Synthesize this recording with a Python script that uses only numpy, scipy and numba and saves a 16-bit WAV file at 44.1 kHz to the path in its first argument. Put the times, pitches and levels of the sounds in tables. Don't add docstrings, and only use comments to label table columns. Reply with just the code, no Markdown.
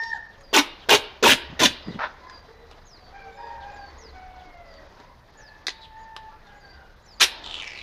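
import sys
import numpy as np
from scipy import signal
from scipy.io import wavfile
from numba import njit

SR = 44100
rng = np.random.default_rng(int(sys.argv[2]) if len(sys.argv) > 2 else 0)


def boost(x):
    u = np.asarray(x, float) / 20
    return 10 ** u


def wav_record(signal):
    frames = np.transpose(np.atleast_2d(signal))
    bounded = np.clip(frames, -1, 1)
    quanta = np.round(bounded * 32767).astype(np.int16)
    wavfile.write(sys.argv[1], SR, quanta)


N = 344862

# (band_hz, level_db per Hz)
YARD_SPECTRUM = [(20, 3.5), (45, -5), (110, -11.5), (250, -17), (500, -14.5), (900, -14.5), (1300, -20),
                 (1900, -19.5), (2500, -30.5), (4300, -27), (6000, -36), (8000, -55)]
# (time_s, level_db)
YARD_LEVEL = [(0, -48), (.3, -49.5), (1.8, -45), (2.3, -47), (2.9, -51), (3.2, -47.5), (3.6, -47.5),
              (4.0, -46.5), (4.6, -49.5), (5.05, -47.5), (5.2, -54), (5.4, -49.5), (5.9, -52), (6.5, -50),
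              (6.9, -51.5), (7.2, -50.5), (7.4, -41.5), (7.82, -48)]
# (centre_s, half_width_s, over_idle_db)
MOTOR_SWELLS = [
    (1.45, .45, 11),
    (3.95, 0.42, 12),
    (6.75, 0.096, 9),
    (7.599, 0.36, 9.5),
]
MOTOR_IDLE_DB = -63.5

# (time_s, pitch_hz, level_db, mouth opening as second_db re first partial)
NEAR_CROW = [(0, 903, -39, 10.5), (.06, 921, -38, 4), (.1, 908, -40, 4.5), (.115, 917, -45.5, 17),
             (.135, 887, -38, 14.5), (.152, 833, -36.5, -1.5), (.19, 689, -51, -3)]
NEAR_HIGH_DB, NEAR_BREAK_S, NEAR_HIGH_FALL_DB_PER_S = -48, 0.11, 1100

# (share of the length, pitch_hz)
SWOOP_SHAPE = [(0, 6300), (.12, 6900), (.3, 6100), (.5, 5250), (.84, 4600), (1, 3900)]
PEEP_SHAPE = [(0, 6600), (.05, 4950), (.4, 4720), (1, 4600)]
DIP_SHAPE = [(0, 4850), (.35, 4570), (.7, 4700), (1, 4720)]
HOOK_SHAPE = [(0, 6500), (.5, 7050), (.8, 6800), (1, 5900)]
SLIDE_SHAPE = [(0, 6000), (.3, 5250), (.72, 4680), (1, 4150)]
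DROP_SHAPE = [(0, 4500), (.5, 3700), (1, 2900)]
# (start_s, length_s, pitch_factor, level_db)
SWOOPS = [(2.85, .13, 1, -53), (3.975, .13, .99, -52), (5.37, .13, 1.02, -54)]
# (start_s, length_s, pitch_factor, level_db)
PEEPS = [(0, .1, 1.03, -52), (.43, .1, 1.01, -55), (2.275, .135, 1.02, -52), (2.97, .13, .98, -58),
         (3.36, .14, 1.04, -58), (3.765, .14, .97, -55), (4.675, .115, 1, -56), (1.82, .1, 1.03, -53),
         (7.16, .04, 1.03, -57)]
# (start_s, length_s, pitch_factor, level_db)
DIPS = [(6.6, .16, 1, -56)]
# (start_s, length_s, pitch_factor, level_db)
HOOKS = [(5.97, .09, .99, -68), (3.71, .07, 1.02, -67), (.37, .06, .97, -68), (6.54, .08, 1, -70),
         (.12, .06, 1.03, -64), (3.33, .05, 1.02, -70), (7.02, .055, 1.02, -66), (7.11, .07, 1.02, -69)]
# (start_s, length_s, pitch_factor, level_db)
SLIDES = [(7.058, .095, 1.02, -53)]
# (start_s, length_s, pitch_factor, level_db)
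DROPS = [(1.9, .06, 1, -48), (5.81, .055, .99, -46), (3.6, .045, .97, -54), (6.44, .08, .95, -62),
         (4.385, .045, .87, -58), (2.7, .04, .9, -57), (.79, .06, .97, -50), (.3, .06, .95, -62),
         (4.74, .04, .9, -60)]

# (start_s, peak_db, ring_hz, body_db re peak, fizz_db re peak)
PICKS = [(0.035, -23.5, 1850, -12, -20.5), (0.4088, -42, 1760, -1, -10), (2.297, -26.5, 1730, -23, -29),
         (2.7124, -34.5, 1870, 5, -19), (3.3902, -52, 1690, 2, -46), (4.3976, -57, 2157, -2, -34),
         (4.74, -37, 4700, -6, -26), (4.9996, -36, 1590, 4.5, -31), (5.668, -5, 1900, -16.5, -22),
         (5.6814, -8.5, 1890, -7.5, -24), (5.6918, -13.5, 3550, -16, -39), (5.7041, -19.5, 3910, -18, -34),
         (6.164, -17, 2980, -2.5, -21), (6.47, -41, 1652, -10, -40)]
PICK_CYCLES = 56

# (start_s, length_s, start_hz, end_hz, level_db)
CLUCKS = [(2.21, .14, 1000, 1050, -47.5), (2.23, .17, 1680, 1640, -59), (2.47, .08, 450, 440, -49),
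          (1.83, .14, 2000, 1950, -57), (3.22, .09, 460, 450, -50), (3.37, .26, 940, 915, -43.5),
          (3.3, .27, 3660, 3600, -69), (3.13, .26, 2310, 2270, -61), (3.64, .14, 2430, 2460, -63),
          (3.9, .2, 1960, 2040, -63), (3.0, .15, 740, 745, -58), (6.42, .16, 1400, 1500, -63),
          (6.3, .1, 1360, 1350, -63), (3.32, .58, 560, 550, -59), (3.99, .11, 460, 440, -50),
          (4.5, .4, 560, 555, -58.5), (4.95, .2, 900, 1080, -57), (6.28, .1, 1170, 1170, -59.5),
          (6.72, .18, 1460, 1430, -60), (6.5, .28, 2060, 2030, -68), (.35, .13, 560, 550, -58.5),
          (7.3, .25, 900, 880, -52), (4.45, .06, 310, 300, -53), (4.78, .05, 300, 290, -53),
          (2.6, .08, 470, 450, -56), (3.4, .07, 470, 450, -53), (3.62, .45, 1040, 1050, -61.5),
          (1.55, .05, 1850, 1850, -52), (2.5, .15, 1980, 1950, -66)]

# (start_s, attack_s, hold_s, crackle_db, swell_db over the hold)
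PULLS = [
    (.529, 0.011, 0.055, -16.5, 3),
    (.887, 0.0059, 0.062, -15.5, 2.5),
    (1.225, 0.0062, 0.093, -16, 3.5),
    (1.591, .004, 0.066, -21, 8.5),
    (7.197, 0.016, 0.029, -9.5, -5),
]
# (mode_hz, width_hz, level_db)
ROLL_MODES = [
    [(1496, 76, -6), (2070, 570, -8.5)],
    [(2430, 150, -6), (2880, 180, -0.5), (3310, 210, -8)],
    [(3710, 170, -3.5), (4240, 140, -12), (5580, 540, -11), (6220, 680, -9.5)],
]
# (low_db, middle_db, high_db, fizz_db, fizz_flare_s)
GRIP = [(-2.5, -5.5, -4, -21.5, 0.032), (-6.5, -6.5, -8.5, -21.5, 0.035), (-2, -3, -5, -19.5, 0.057),
        (-0.5, -5.1, -1, -24.5, 0.044), (-3, -4, 3.5, -20.5, 0.047)]
# (first_db, lead_in_db re boom, first_end_hz, second_db, second_hz)
STRIP = [(-18.5, -5.5, 265, -12.5, 900), (-13, -14, 405, -11.5, 760), (-15, 0.5, 253, -13, 900),
         (-18, -12, 222, -18.5, 965), (-30.5, -14, 375, -26.5, 1250)]
FIZZ_TOP_HZ = [15500, 15500, 15500, 15500, 11800]
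PULL_ONSET_DB, PULL_RELEASE_S, PULL_RELEASE_DB = -7.5, 0.0074, -32
RELEASE_SHARE = 0.28
RISE_DB_PER_S = 1202
TAUT_S, STRIP_START_HZ = 0.037, 446
FIRST_FALL_DB_PER_S, SECOND_FALL_DB_PER_S, SECOND_LEAD_DB = 165.5, 336.5, -18.5
FIZZ_TAUT_DB, FIZZ_TAUT_S = 7, 0.03

# (start_s, peak_db)
SNAPS = [(0.5456, -8), (0.5515, -0.5), (0.558, -10.5), (0.564, -9), (0.57, -8), (0.5782, 1), (0.5855, -5),
         (0.5907, 4), (0.5963, -9), (0.8955, -4), (0.9035, -6), (0.9115, -4), (0.921, -7), (0.927, -4.5),
         (0.9326, -3.0), (0.939, -2.5), (0.9485, -0.5), (0.9528, -2.5), (0.9725, -12), (1.2477, -19.5),
         (1.257, -12), (1.2614, -5), (1.2677, -9.5), (1.2769, -3.5), (1.293, -5.5), (1.2996, -6),
         (1.304, -1), (1.3086, -3.5), (1.3153, 2), (1.3237, -5.5), (1.3298, -5), (1.3352, 2), (1.6039, -7),
         (1.609, -15.5), (1.6149, -8), (1.6261, -6), (1.6333, -1.5), (1.6374, -1), (1.6513, -8),
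         (1.659, -8), (1.6687, -7), (7.2132, 5), (7.2176, 2.8), (7.2244, -2.2), (7.2295, -5.4),
         (7.2335, -6), (7.2381, -4), (7.2445, 7), (7.2554, -25), (7.2602, -17)]
SNAP_DB, SNAP_RING_HZ, SNAP_SPREAD = -2.5, 3000, 0.21

# (start_s, attack_s, hold_s, level_db)
PUSHES = [
    (.9, 0.049, 0.041, -32),
    (1.23, 0.028, 0.091, -30),
    (1.595, 0.014, 0.13, -36),
]
# (start_s, attack_s, hold_s, level_db)
FLAPS = [
    (1.488, 0.0084, 0.038, -40),
    (1.86, 0.017, 0.09, -33.5),
]
# (start_s, attack_s, hold_s, level_db)
RUB = (1.988, .004, .052, -30.5)
# (start_s, length_s, pitch_hz, level_db)
WHINE = [(2.1, 1.2, 3985, -74), (6.88, .3, 3960, -76)]

# (time_s, pitch_hz)
CROW_A_PITCH = [(3.1, 770), (3.17, 801), (3.32, 764), (3.44, 839.4), (3.6, 792), (3.72, 826.4), (3.92, 777),
                (4.12, 750.7), (4.45, 733.5), (4.88, 608)]
CROW_B_PITCH = [(5.34, 863.5), (5.6, 870), (5.75, 894), (5.93, 883), (6.1, 891.4), (6.33, 866), (6.45, 819),
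                (6.6, 821), (6.7, 786), (6.9, 768)]
# (start_s, length_s, level_db, second_db re first partial, third_db re first)
SYLLABLES_A = [(3.118, 0.19, -47.5, -3.5, -8.5), (3.346, 0.25, -47.5, -6, -15),
               (3.587, 0.25, -43.5, -5, -23), (4.123, .3, -45.5, -10.5, -15), (4.45, 0.38, -54, -8, -3.5)]
SYLLABLES_B = [(5.36, 0.22, -55.5, 4.5, -17), (5.67, 0.25, -53, -9, -28), (5.91, 0.43, -48.5, -4.5, -32.5),
               (6.21, 0.094, -63, -3, -26.5), (6.44, 0.13, -52, -4.5, -22), (6.62, .07, -56.5, 5, -22.5),
               (6.72, 0.11, -55.5, -1.5, -33)]
SYLLABLE_EDGE_S, SYLLABLE_EDGE_DB, SYLLABLE_SAG_DB = .035, -10, -3

# (time_s, level_db, ring_hz)
CREAK = [(7.3, -69, 3620), (7.425, -66, 3600), (7.445, -41, 3500), (7.53, -41, 3150), (7.605, -39.5, 3000),
         (7.625, -40, 2400), (7.74, -42, 2100), (7.775, -41, 2400), (7.82, -44.5, 2450)]
# (start_s, peak_db)
CREAK_SLIPS = [(7.384, -42), (7.438, -30), (7.4428, -24), (7.4616, -17.5), (7.4897, -34), (7.511, -16),
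               (7.5296, -28), (7.5423, -12.5), (7.558, -24), (7.568, -19), (7.581, -23), (7.6, -18),
               (7.6224, -17.5), (7.633, -18), (7.6484, -28), (7.6742, -21), (7.707, -26), (7.7196, -24),
               (7.7599, -36), (7.775, -22)]
OVER_FROM_S, OVER_START_HZ, OVER_FALL_HZ_PER_S, OVER_DB, OVER_RISE_DB_PER_S = 7.55, 7150, 14400, -19.5, 60


def level(x):
    return x / np.sqrt(np.mean(x ** 2) + 1e-20)


def band(x, low_hz, high_hz):
    return signal.sosfilt(signal.butter(2, [low_hz, high_hz], "band", fs=SR, output="sos"), x)


def low_pass(x, top_hz):
    return signal.sosfilt(signal.butter(10, top_hz, fs=SR, output="sos"), x)


def span(rows):
    s, *columns = np.transpose(rows)
    t = np.arange(max(round(s[0] * SR), 0), min(round(s[-1] * SR), N))
    return t[0], [np.interp(t / SR, s, c) for c in columns]


def add(track, start, sound, fade_s=0.0018):
    n = np.arange(min(len(sound), len(track) - start))
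    fade = np.clip(np.minimum(n, len(sound) - n) / (fade_s * SR), 0, 1)
    track[start:start + len(n)] += sound[:len(n)] * fade


def stroke(attack_s, hold_s, release_s, onset_db, swell_db, release_db):
    knots = np.cumsum(np.maximum([0, attack_s, hold_s, release_s], [0, 1e-3, 1e-3, 1e-3]))
    t = np.arange(int(knots[-1] * SR)) / SR
    return np.interp(t, knots, [onset_db, 0, swell_db, swell_db + release_db])


@njit
def swept(x, turn, r):
    y = np.zeros(len(x) + 2)
    for i in range(2, len(x)):
        push = (1 - r[i] ** 2) / 2 * (x[i] - x[i - 2])
        y[i] = push + 2 * r[i] * np.cos(turn[i]) * y[i - 1] - r[i] ** 2 * y[i - 2]
    return y[:len(x)]


def resonate(x, hz, width_hz):
    ones = np.ones(len(x))
    return swept(x, 2 * np.pi * hz / SR * ones, np.exp(-np.pi * width_hz / SR) * ones)


def twice(x, hz, width_hz):
    return level(resonate(resonate(x, hz, width_hz), hz, width_hz))


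def drift(size, rate):
    knots = rng.standard_normal(int(size * 400 / SR) + 3)
    coarse = np.arange(0, size + 16, 16)
    wander = np.interp(coarse * 400 / SR, np.arange(len(knots)), knots)
    slow = resonate(wander, 8 * rate, 32 * rate)
    return level(np.interp(np.arange(size), coarse, slow))


def slips(size, per_s, spread_db, clump_db):
    born = rng.random(size) < per_s / SR
    sizes = boost(spread_db * np.minimum(rng.exponential(1, size), 4)) * rng.choice([-1, 1], size)
    return level(born * sizes * boost(clump_db * drift(size, 150)))


def voice(hz, partials, waver, throb_db):
    phase = 2 * np.pi * np.cumsum(hz * (1 + waver * drift(len(hz), 30))) / SR
    return sum(np.sqrt(2) * boost(db + throb_db * drift(len(hz), 21)) * np.sin(m * phase) for m, db in partials)


def yard():
    white, out, together = rng.standard_normal((2, N)), 0, drift(N, 1.65)
    edges = 20 * 2 ** np.arange(0, 8.7, 1 / 3)
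    hz, db = np.transpose(YARD_SPECTRUM)
    patch = {octave: drift(N, 12) for octave in range(4, 15)}
    start, (level_db,) = span(YARD_LEVEL)
    bustle_db = level_db - np.median(level_db)
    for k, (low, high) in enumerate(zip(edges, edges[1:])):
        centre = np.sqrt(low * high)
        lively = np.clip(np.log2(centre / 150), 0, 1)
        octave_db = 0.9 * patch[int(np.log2(centre))]
        swell_db = lively * (bustle_db + 1.2 * together + octave_db + 1.6 * drift(N, 5))
        band_db = np.interp(np.log(centre), np.log(hz), db)
        out = out + boost(band_db + swell_db) * band(white[k % 2], low, high)
    gate = np.clip(8 * (drift(N, 9) + 1.35), .03, 1)
    hiss = gate * level(band(white[0], 8100, 19000))
    return boost(-50.5) * low_pass(level(out), 7000) + boost(-79.0) * hiss


def far_motor():
    t = np.arange(N) / SR
    swells = sum(swell_db * np.exp(-((t - s) / width_s) ** 2) for s, width_s, swell_db in MOTOR_SWELLS)
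    return boost(MOTOR_IDLE_DB + swells) * twice(rng.standard_normal(N), 68, 9)


def near_rooster():
    out = np.zeros(N)
    start, (hz, first_db, open_db) = span(NEAR_CROW)
    t = np.arange(len(hz)) / SR
    sixth_db = NEAR_HIGH_DB - NEAR_HIGH_FALL_DB_PER_S * np.maximum(t - NEAR_BREAK_S, 0)
    stutter = 1 - .85 * np.clip((t - .095) / .025, 0, 1) * np.cos(np.pi * (t - .126) * 66) ** 2
    partials = [(1, first_db), (2, first_db + open_db), (3, sixth_db - 21), (4, sixth_db - 13),
                (5, sixth_db - 20), (6, sixth_db), (7, sixth_db - 14.5)]
    add(out, start, stutter * voice(hz, partials, waver=.002, throb_db=1), fade_s=.0005)
    hoarse_air = level(band(rng.standard_normal(len(t)), 3100, 5100))
    add(out, start, boost(-56) * hoarse_air, fade_s=.02)
    return out


def birds():
    out = np.zeros(N)
    families = ((SWOOP_SHAPE, SWOOPS, .55), (PEEP_SHAPE, PEEPS, .6), (DIP_SHAPE, DIPS, .6),
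                (HOOK_SHAPE, HOOKS, 1.5), (SLIDE_SHAPE, SLIDES, .55), (DROP_SHAPE, DROPS, 5))
    for shape, calls, breath in families:
        for s, length, factor, db in calls:
            share = np.linspace(0, 1, round(length * SR))
            hz = factor * np.interp(share, *np.transpose(shape))
            tone = voice(hz, [(1, 0)], waver=0.0065, throb_db=1.5)
            tone = tone + breath * twice(rng.standard_normal(len(hz)), hz, 130 + 150 * breath)
            rising_db = db + 6.5 - 7.4 * (1.89 - np.minimum(share, .7))
            add(out, round(s * SR), boost(rising_db) * level(tone), fade_s=0.0072)
    return out


def picks():
    out = np.zeros(N)
    for s, db, hz, body_db, fizz_db in PICKS:
        burst = rng.standard_normal(4000)
        burst[30] = 6.6
        body = boost(body_db + 3.5) * level(band(burst, 250, 1500))
        colour = twice(burst, hz, .5 * hz) + 1.15 * twice(burst, 3790, 2100) + body
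        colour = low_pass(colour, 7200) + boost(fizz_db) * twice(burst, 9440, 4500)
        decay_db = 60 * np.arange(4000) / SR * hz / PICK_CYCLES
        add(out, round(s * SR), boost(db - 16.5 - decay_db) * colour, fade_s=0.00027)
    return out


def clucks():
    out = np.zeros(N)
    for s, length, start_hz, end_hz, db in CLUCKS:
        hz = np.linspace(start_hz, end_hz, round(length * SR))
        cluck = voice(hz, [(1, db), (2, db - 13.5)], waver=0.021, throb_db=4.0)
        add(out, round(s * SR), cluck, fade_s=0.025)
    return out


def roll_crackle(drive, grip):
    size, roll, sign = len(drive), 0, 1
    for group, grip_db in zip(ROLL_MODES, grip):
        local = .6 * drive + slips(size, per_s=4500, spread_db=3.5, clump_db=1)
        for hz, width_hz, db in group:
            passing = boost(db + grip_db + 3.45 * drift(size, 30))
            moving_hz = hz * (1 + .045 * drift(size, 12))
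            roll = roll + sign * resonate(passing * local, moving_hz, max(width_hz, 330))
            sign = -sign
    bare_snaps = level(band(drive, 1200, 5500))
    return level(band(level(roll) + .6 * bare_snaps, 680, 6300))


def pull_fizz(drive, top_hz):
    edges = np.geomspace(7200, top_hz, 5)
    hiss = drive + .6 * rng.standard_normal(len(drive))
    return level(sum(band(hiss * boost(3.5 * drift(len(drive), 30)), low, high)
                     for low, high in zip(edges, edges[1:])))


def pulls():
    out = np.zeros(N)
    for pull, strip_row, grip_row, top_hz in zip(PULLS, STRIP, GRIP, FIZZ_TOP_HZ):
        s, attack_s, hold_s, db, swell_db = pull
        first_db, lead_db, end_hz, second_db, second_hz = strip_row
        *grip, fizz_db, flare_s = grip_row
        release_s = PULL_RELEASE_S + RELEASE_SHARE * hold_s
        onset_db = PULL_ONSET_DB - RISE_DB_PER_S * attack_s
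        crackle_db = db + stroke(attack_s, hold_s, release_s, onset_db, swell_db, PULL_RELEASE_DB)
        t = np.arange(len(crackle_db)) / SR
        before_taut = np.clip(1 - t / TAUT_S, 0, 1)
        after_taut = np.maximum(t - TAUT_S, 0)
        ended = np.maximum(t - attack_s - hold_s, 0) / release_s
        drive = slips(len(t), per_s=3000, spread_db=3.5, clump_db=1.5)
        crackle = roll_crackle(drive, grip)

        first_hz = np.interp(t, [0, attack_s + hold_s], [STRIP_START_HZ, end_hz])
        first = twice(drive, first_hz, 0.4 * first_hz)
        first = level(first + 0.21 * twice(drive, 289.0, 65) + 0.54 * twice(drive, 628, 130))
        second = twice(drive, second_hz, 0.42 * second_hz)
        first_db = first_db + lead_db * before_taut - FIRST_FALL_DB_PER_S * after_taut - 13 * ended
        second_db = second_db + SECOND_LEAD_DB * before_taut - SECOND_FALL_DB_PER_S * after_taut - 11 * ended
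        strip = boost(first_db) * first + boost(second_db) * second

        flare_db = FIZZ_TAUT_DB * np.exp(-((t - flare_s) / FIZZ_TAUT_S) ** 2)
        fizz = boost(fizz_db + flare_db) * pull_fizz(drive, top_hz)
        add(out, round(s * SR), boost(-2.0) * (boost(crackle_db) * (crackle + fizz) + strip), fade_s=.0008)
    return out


def snaps():
    out, click = np.zeros(N), np.zeros(400)
    click[20] = 1
    for (s, db), (pitch, sign) in zip(SNAPS, rng.standard_normal((len(SNAPS), 2))):
        hz = SNAP_RING_HZ * np.exp(SNAP_SPREAD * np.clip(pitch, -2, 2))
        sound = twice(click, hz, 900) + 0.9 * level(band(click, 510, 6500))
        sound = sound + .2 * level(band(click, 7000, 10000))
        peak = np.sign(sign + .4) * boost(min(db, -1) + SNAP_DB)
        add(out, round(s * SR) - 24, peak * sound / np.abs(sound).max(), fade_s=.0003)
    return out


def air_pushes():
    out = np.zeros(N)
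    for s, attack_s, hold_s, db in PUSHES:
        shape = boost(db + stroke(attack_s, hold_s, 0.031, onset_db=-22.5, swell_db=-15.0, release_db=-30.0))
        add(out, round(s * SR), shape * twice(rng.standard_normal(len(shape)), 110, 110), fade_s=.01)
    return out


def flaps():
    out = np.zeros(N)
    for s, attack_s, hold_s, db in FLAPS:
        shape = boost(db + stroke(attack_s, hold_s, 0.031, onset_db=-15, swell_db=-5.5, release_db=-9.0))
        push = slips(len(shape), per_s=330, spread_db=-3.5, clump_db=3.5)
        add(out, round(s * SR), shape * (level(band(push, 80, 263)) + 0.14 * twice(push, 860, 900)))
    return out


def rub():
    out = np.zeros(N)
    s, attack_s, hold_s, db = RUB
    db = db + stroke(attack_s, hold_s, 0.032, onset_db=-6, swell_db=4.5, release_db=-16.0)
    upper_db = np.linspace(-30, -9, len(db))
    drive = slips(len(db), per_s=2300, spread_db=2.0, clump_db=-0.5)
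    body = twice(drive, 895, 830) + 0.49 * twice(drive, 1360, 390)
    drag = low_pass(level(body) + boost(upper_db) * twice(drive, 3430, 560), 5800)
    add(out, round(s * SR), boost(db) * drag, fade_s=0.0013)
    return out


def insect():
    out = np.zeros(N)
    for s, length, hz, db in WHINE:
        steady_hz = np.full(round(length * SR), hz)
        add(out, round(s * SR), voice(steady_hz, [(1, db)], waver=0.0018, throb_db=3.5), fade_s=0.11)
    return out


def far_roosters():
    out = np.zeros(N)
    for pitch, syllables in ((CROW_A_PITCH, SYLLABLES_A), (CROW_B_PITCH, SYLLABLES_B)):
        for s, length, db, second_db, third_db in syllables:
            db = db + stroke(SYLLABLE_EDGE_S, length - SYLLABLE_EDGE_S, SYLLABLE_EDGE_S,
                             SYLLABLE_EDGE_DB, SYLLABLE_SAG_DB, SYLLABLE_EDGE_DB)
            hz = np.interp(s + np.arange(len(db)) / SR, *np.transpose(pitch))
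            partials = [(1, db), (2, db + second_db), (3, db + third_db), (4, db + third_db - 18.0)]
            add(out, round(s * SR), voice(hz, partials, waver=.009, throb_db=3.0), fade_s=.012)
            hoarse_air = level(band(rng.standard_normal(len(db)), 1530, 3300))
            add(out, round(s * SR), boost(db - 19) * hoarse_air, fade_s=0.016)
    return out


def creak():
    out = np.zeros(N)
    start, (level_db, ring_hz) = span(CREAK)
    size = len(ring_hz)
    late = np.maximum((start + np.arange(size)) / SR - OVER_FROM_S, 0)
    over_hz = OVER_START_HZ - OVER_FALL_HZ_PER_S * late
    over_db = OVER_DB + OVER_RISE_DB_PER_S * late
    fine = slips(size, per_s=650, spread_db=2.2, clump_db=2) * boost(level_db)
    large = np.zeros(size)
    large[[round(s * SR) - start for s, db in CREAK_SLIPS]] = boost(np.array(CREAK_SLIPS)[:, 1] + 5.5)
    drive = fine + large
    rings = twice(drive * boost(1.0 * drift(size, 31)), ring_hz, 990)
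    rings = rings + boost(over_db + 2.0 * drift(size, 27)) * twice(drive, over_hz, 1100)
    rings = rings + 0.16 * twice(drive, 1150, 790) + 0.025 * twice(drive, 8900, 3800)
    dealt = rng.integers(0, 8, size)
    flecks = large + .4 * fine
    for k, hz in enumerate(np.geomspace(5200, 9800, 8)):
        rings = rings + 0.02 * twice(flecks * (dealt == k), hz, 700)
    rings = signal.sosfilt(signal.butter(2, 8000, fs=SR, output="sos"), rings)
    add(out, start, np.std(drive) * rings)
    return out


def echoes(x, t60, low_hz, high_hz):
    t, hop, out = np.arange(int(.8 * SR)) / SR, int(.35 * SR), np.zeros(N + 3 * SR)
    padded = np.pad(x, (hop, 2 * hop))
    fade = np.sin(np.pi * np.arange(2 * hop) / (2 * hop))
    for i in range(0, N + hop, hop):
        scatter = band(rng.standard_normal(len(t)), low_hz, high_hz)
        tail = scatter * boost(-60 * t / t60) * np.clip(t / 0.0029, 0, 1)
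        tail = tail / np.sqrt(np.sum(tail ** 2))
        add(out, i, signal.fftconvolve(padded[i:i + 2 * hop] * fade, tail))
    return out[hop:hop + N]


def scene():
    background = yard() + far_motor()
    crow = near_rooster()
    chirps = birds() + insect()
    fowl = clucks() + far_roosters()
    tape = picks() + pulls() + snaps() + air_pushes() + flaps() + rub() + creak()
    near_walls = echoes(boost(-9.5) * tape + boost(-9) * chirps, t60=0.11, low_hz=301, high_hz=10600)
    near_walls = near_walls + echoes(boost(-15.5) * tape, t60=0.19, low_hz=7500, high_hz=14000)
    far_send = boost(-20) * tape + boost(-10.5) * crow + boost(-10.5) * fowl + boost(-14.0) * chirps
    far_walls = echoes(far_send, t60=0.57, low_hz=296, high_hz=6300)
    far_walls = low_pass(far_walls, 5100)
    return (tape + crow + 0.74 * fowl + chirps + near_walls + far_walls + background)[None]


def roll_off(x):
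    return signal.sosfilt(signal.butter(12, 16650, fs=SR, output="sos"), x)


def record(dry):
    rounded = .93 * np.tanh(dry / .86)
    cut = signal.cheby2(12, 70, 16500, fs=SR, output="sos")
    mix = signal.sosfilt(cut, rounded)
    return roll_off(mix)


dry = scene()
out = record(dry)
wav_record(out)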